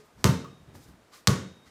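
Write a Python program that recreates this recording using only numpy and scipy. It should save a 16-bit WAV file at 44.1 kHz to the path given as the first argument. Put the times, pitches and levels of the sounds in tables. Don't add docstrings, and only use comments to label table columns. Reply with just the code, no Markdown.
import sys
import numpy as np
from scipy import signal
from scipy.fft import rfft, irfft, next_fast_len
from scipy.io import wavfile
from scipy.ndimage import map_coordinates

SR = 44100
rng = np.random.default_rng(int(sys.argv[2]) if len(sys.argv) > 2 else 0)


def int16_out(signal):
    q = np.round(np.clip(np.atleast_2d(signal).T, -1, 1) * 32767)
    wavfile.write(sys.argv[1], SR, q.astype(np.int16))


N = 74970

# [f/Hz, relative level/dB]
HUSH_SPECTRUM = [(25, -22), (70, 2), (160, -2), (400, 2), (1300, -5.5), (3000, -13.5), (8000, -19.5),
                 (15300, -28.5), (16300, -59)]
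HUSH_DB = -61.5

# [f/Hz, level/dB, t60/s]
OLD_RINGING = [(158, -63.5, 0.53), (227, -59, 0.34), (425, -49, 0.17), (1231, -65.5, 0.74)]
WAVER, WAVER_PER_S = 0.54, 15

# [t/s at the peak, level/dB, Gaussian rise/s, brightness/dB per octave]
SOCK_SLIDES = [(.005, -63, .01, -2), (.055, -70.5, .01, 6), (0.216, -62, 0.024, -0.5),
               (0.758, -58, 0.011, 3), (0.841, -60, 0.03, 1.5), (0.886, -64.5, 0.0082, 4.5),
               (1.147, -51.5, 0.015, -2.5), (1.177, -59.5, 0.026, 2.5), (1.68, -60, 0.019, -3.5)]
# [f/Hz, relative level/dB]
SOCK_SPECTRUM = [(200, -19), (600, -9), (1150, 6), (2000, 9), (3000, 4.5), (4800, 10), (9000, 2.5),
                 (15300, -3), (16300, -40)]
SOCK_T60_S = 0.24

# [t/s at the peak, level/dB, Gaussian rise/s]
FOOTFALLS = [(.21, -50, 0.028), (.62, -56, 0.025), (.7, -49.5, 0.023), (.757, -46, 0.011),
             (.895, -52, 0.023), (.94, -55, 0.014), (1.68, -56, 0.013)]
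# [f/Hz, relative level/dB]
FOOTFALL_SPECTRUM = [(25, -17), (70, 0.5), (160, -0.5), (300, -8.5), (600, -20.5), (1500, -24), (4000, -39),
                     (12000, -66)]
FOOTFALL_T60_S = 0.33

# [t/s, slap level/dB, slap brightness/dB per octave, boom gain/dB, room gain/dB,
# room brightness/dB per octave, air slope/dB per octave above AIR_HZ]
BOUNCE_EVENTS = [(0.2428, -3, 0.9, -1, -1.5, -0.45, 1), (1.2728, -2.5, -0.04, -2.5, -3, 0.06, -3)]
AIR_HZ = 6000
# [f/Hz, relative level/dB]
SLAP_SPECTRUM = [(100, -23.5), (600, -6), (1100, 2.5), (1800, 5.5), (2800, 1), (4200, 2.5), (7500, -0.5),
                 (10000, -11.5), (15000, -12), (17000, -28.5)]
SLAP_LAG_CYCLES = 1.25

# [f/Hz, t60/s, first-bounce level/dB, second-bounce level/dB], before the boom gain
BOARD_MODES = [(88, 0.27, -14.5, -20.5), (140.04, 0.51, -21, -29.5), (185, 0.41, -21.5, -18),
               (261.7, 0.41, -20.5, -39), (383.3, 0.337, -29, -29.5), (457, 0.481, -30.5, -34.5),
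               (599.7, 0.25, -31, -48)]
BOOM_DELAY_S, BOOM_RISE_S = 0.001, 0.012
# [f/Hz, t60/s, first-bounce level/dB, second-bounce level/dB]
BALL_MODES = [(905, .35, -31.5, -49), (1024, 0.24, -30, -67), (1110, 0.26, -32.5, -29),
              (1215, 0.19, -30, -30), (1458, .42, -37.5, -64), (1887, .3, -42, -39.5),
              (2134, .32, -38.5, -44.5), (2880, 0.22, -38, -59.5)]
# [f/Hz, level/dB, t60/s]
PING_MODES = [(3740, -58, 1.8), (3751, -65, 1.7)]

# [f/Hz, relative level/dB]
ROOM_SPECTRUM = [(30, -35), (55, -18), (90, -3), (150, -4), (220, -5), (330, -8), (500, -9.5), (760, -20),
                 (1150, -14.5), (1600, -19), (2600, -25), (4000, -24), (6500, -24), (10000, -30.5),
                 (15400, -35.5), (16300, -66)]
# [f/Hz, t60/s]
ROOM_DECAY = [(60, 0.46), (170, 0.58), (450, 0.47), (1200, .44), (3000, 0.49), (7000, 0.41), (14000, .27)]
ROOM_DB, ROOM_RISE_S = -20, 0.004
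RIPPLE_DB, RIPPLE_HZ = 2.5, 70.1

# [t/s, level/dB]
SLAP_ECHOES = [(.2453, -25), (.2498, -26), (0.2558, -19), (.2757, -20.5), (0.2773, -32), (1.2763, -2.5),
               (1.2847, -16.5)]
# [f/Hz, relative level/dB]
ECHO_SPECTRUM = [(200, -11), (1200, -12), (2600, -8.5), (4200, 8.5), (7500, -2), (10000, -13.5),
                 (15000, -18.5), (16500, -41)]
SCATTER_DB, SCATTER_T60_S = -23, 0.024

# [t/s at the peak, level/dB, f/Hz, Gaussian half length/s]
LOW_BURSTS = [(.246, -17.5, 343, 0.0019), (0.2557, -8.5, 130, .0035), (.2545, -21, 588, 0.0026),
              (.262, -17, 86.4, 0.0091), (.298, -11, 139.3, 0.0082), (1.2855, -18, 160, 0.0042),
              (1.295, -13.5, 121, .005), (1.325, -17.5, 130, 0.0061)]

# [t/s, level/dB before the onset and decay]
HAND_PATS = [(.443, -41), (1.128, -57), (1.178, -61)]
# [f/Hz, relative level/dB]
PAT_SPECTRUM = [(300, -36), (900, -28), (1100, -1.5), (1210, 2.5), (1400, -22.5), (3000, -32.5),
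                (12000, -45)]
PAT_T60_S, PAT_ROOM_DB, PAT_ROOM_T60_S = 0.066, -7, 0.31
CONTACT_RISE_S = 0.001

# [t/s, level/dB before the onset and decay]
HEEL_TAPS = [(.751, -45.5)]
# [f/Hz, relative level/dB]
HEEL_SPECTRUM = [(150, 2), (450, 0), (900, 10), (2300, -6), (5000, -27), (15000, -12), (16500, -50)]
HEEL_T60_S = 0.029

TOP_HZ = 17000


def amp(db):
    return 10 ** (np.asarray(db) / 20)


def along(points, hz):
    f, v = np.transpose(points)
    return np.interp(np.log(hz + 1), np.log(f + 1), v)


def since(s):
    return np.maximum(np.arange(N) / SR - s, 0)


def fall(t, t60):
    return np.exp(-np.log(1000) * t / t60)


def filtered(x, response):
    size = next_fast_len(N + SR // 2)
    hz = np.fft.rfftfreq(size, 1 / SR)
    return irfft(rfft(x, size) * response(hz), size)[:N]


def noise(spectrum):
    x = filtered(rng.standard_normal(N), lambda hz: amp(along(spectrum, hz)))
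    return x / x.std()


def tilted(spectrum, tilt_db):
    return [(hz, db + tilt_db * np.log2((hz + 100) / 1000)) for hz, db in spectrum]


def wobble(rate, size=256):
    return map_coordinates(rng.standard_normal(size), [np.arange(N) * rate / SR], mode="mirror")


def swells(rows, t60):
    t = np.arange(N) / SR
    envelopes = []
    for s, db, rise in rows:
        growth = np.exp(-.5 * (np.minimum(t - s, 0) / rise) ** 2)
        envelopes.append(amp(db) * growth * fall(since(s), t60))
    return np.linalg.norm(envelopes, axis=0)


def strikes(rows, t60):
    envelope = np.zeros(N)
    for s, db in rows:
        t = since(s)
        envelope += amp(db) * (1 - np.exp(-t / CONTACT_RISE_S)) * fall(t, t60)
    return envelope


def add(track, s, sound):
    part = track[max(round(s * SR), 0):][:len(sound)]
    part += sound[:len(part)]


def hush():
    return amp(HUSH_DB) * noise(HUSH_SPECTRUM)


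def ring(modes, t):
    depth = WAVER * (1 - fall(t, 0.59))
    out = np.zeros(N)
    for hz, db, t60 in modes:
        level = amp(db) * fall(t, t60) * (1 + depth * wobble(WAVER_PER_S))
        phase = 2 * np.pi * hz * t + 2 * depth * wobble(WAVER_PER_S)
        out += level * np.sin(phase)
    return out


def old_ringing():
    return ring(OLD_RINGING, since(0))


def sock_slides():
    out = np.zeros(N)
    for *swell, tilt_db in SOCK_SLIDES:
        out += noise(tilted(SOCK_SPECTRUM, tilt_db)) * swells([swell], SOCK_T60_S)
    return out


def footfalls():
    return noise(FOOTFALL_SPECTRUM) * swells(FOOTFALLS, FOOTFALL_T60_S)


def click(spectrum, size=2048):
    hz = np.fft.rfftfreq(size, 1 / SR)
    cepstrum = irfft(np.log(amp(along(spectrum, hz))))
    cepstrum[1:size // 2] *= 2
    cepstrum[size // 2 + 1:] = 0
    lag = 2 * np.pi * SLAP_LAG_CYCLES * np.log1p(hz / 500)
    pulse = irfft(np.exp(rfft(cepstrum) - 1j * lag))
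    return pulse / np.abs(pulse).max()


def boom(bounce, boom_db):
    t = since(BOUNCE_EVENTS[bounce][0] + BOOM_DELAY_S)
    modes = [(hz, levels[bounce], t60) for hz, t60, *levels in BOARD_MODES]
    return amp(boom_db) * ring(modes, t) * (1 - np.exp(-t / BOOM_RISE_S))


def ball_air(bounce):
    t = since(BOUNCE_EVENTS[bounce][0])
    modes = [(hz, levels[bounce], t60) for hz, t60, *levels in BALL_MODES]
    return ring(modes, t) + ring(PING_MODES, t)


def ripple(hz, size=1024):
    bumps = map_coordinates(rng.standard_normal(size), [hz / RIPPLE_HZ], mode="mirror")
    return amp(RIPPLE_DB * bumps * (hz > 1300))


def room(s, tilt_db, air_db):
    wash = filtered(noise(ROOM_SPECTRUM), ripple)
    hz, t, z = signal.stft(wash, SR, nperseg=512)
    hz = hz[:, None]
    brightness_db = tilt_db * np.log2((hz + 100) / 1000)
    treble_db = air_db * np.log2(np.maximum(hz / AIR_HZ, 1))
    decay = fall(np.maximum(t - s, 0), along(ROOM_DECAY, hz))
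    tail = signal.istft(z * amp(brightness_db + treble_db) * decay, SR)[1][:N]
    return amp(ROOM_DB) * tail * (1 - np.exp(-since(s) / ROOM_RISE_S))


def bounces():
    out = np.zeros(N)
    for bounce, (s, slap_db, slap_tilt_db, boom_db, room_db, tilt_db, air_db) in enumerate(BOUNCE_EVENTS):
        add(out, s, amp(slap_db) * click(tilted(SLAP_SPECTRUM, slap_tilt_db)))
        out += boom(bounce, boom_db)
        out += ball_air(bounce)
        out += amp(room_db) * room(s, tilt_db, air_db)
    return out


def echoes():
    out, echo = np.zeros(N), click(ECHO_SPECTRUM)
    for s, db in SLAP_ECHOES:
        add(out, s, amp(db) * echo)
    spray = noise(ECHO_SPECTRUM) * strikes(SLAP_ECHOES, SCATTER_T60_S)
    return out + amp(SCATTER_DB) * spray


def low_bursts():
    out = np.zeros(N)
    for s, db, hz, half in LOW_BURSTS:
        t = np.arange(N) / SR - s
        out += amp(db) * np.exp(-.5 * (t / half) ** 2) * np.sin(2 * np.pi * hz * t)
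    return out


def pats():
    direct = strikes(HAND_PATS, PAT_T60_S)
    lingering = amp(PAT_ROOM_DB) * strikes(HAND_PATS, PAT_ROOM_T60_S)
    return noise(PAT_SPECTRUM) * (direct + lingering)


def heel_tap():
    return noise(HEEL_SPECTRUM) * strikes(HEEL_TAPS, HEEL_T60_S)


def scene():
    ball = old_ringing() + bounces() + echoes() + low_bursts() + pats()
    feet = sock_slides() + footfalls() + heel_tap()
    return (hush() + ball + feet)[None]


def record(dry):
    return filtered(dry[0], lambda hz: hz < TOP_HZ)[None]


dry = scene()
out = record(dry)
int16_out(out)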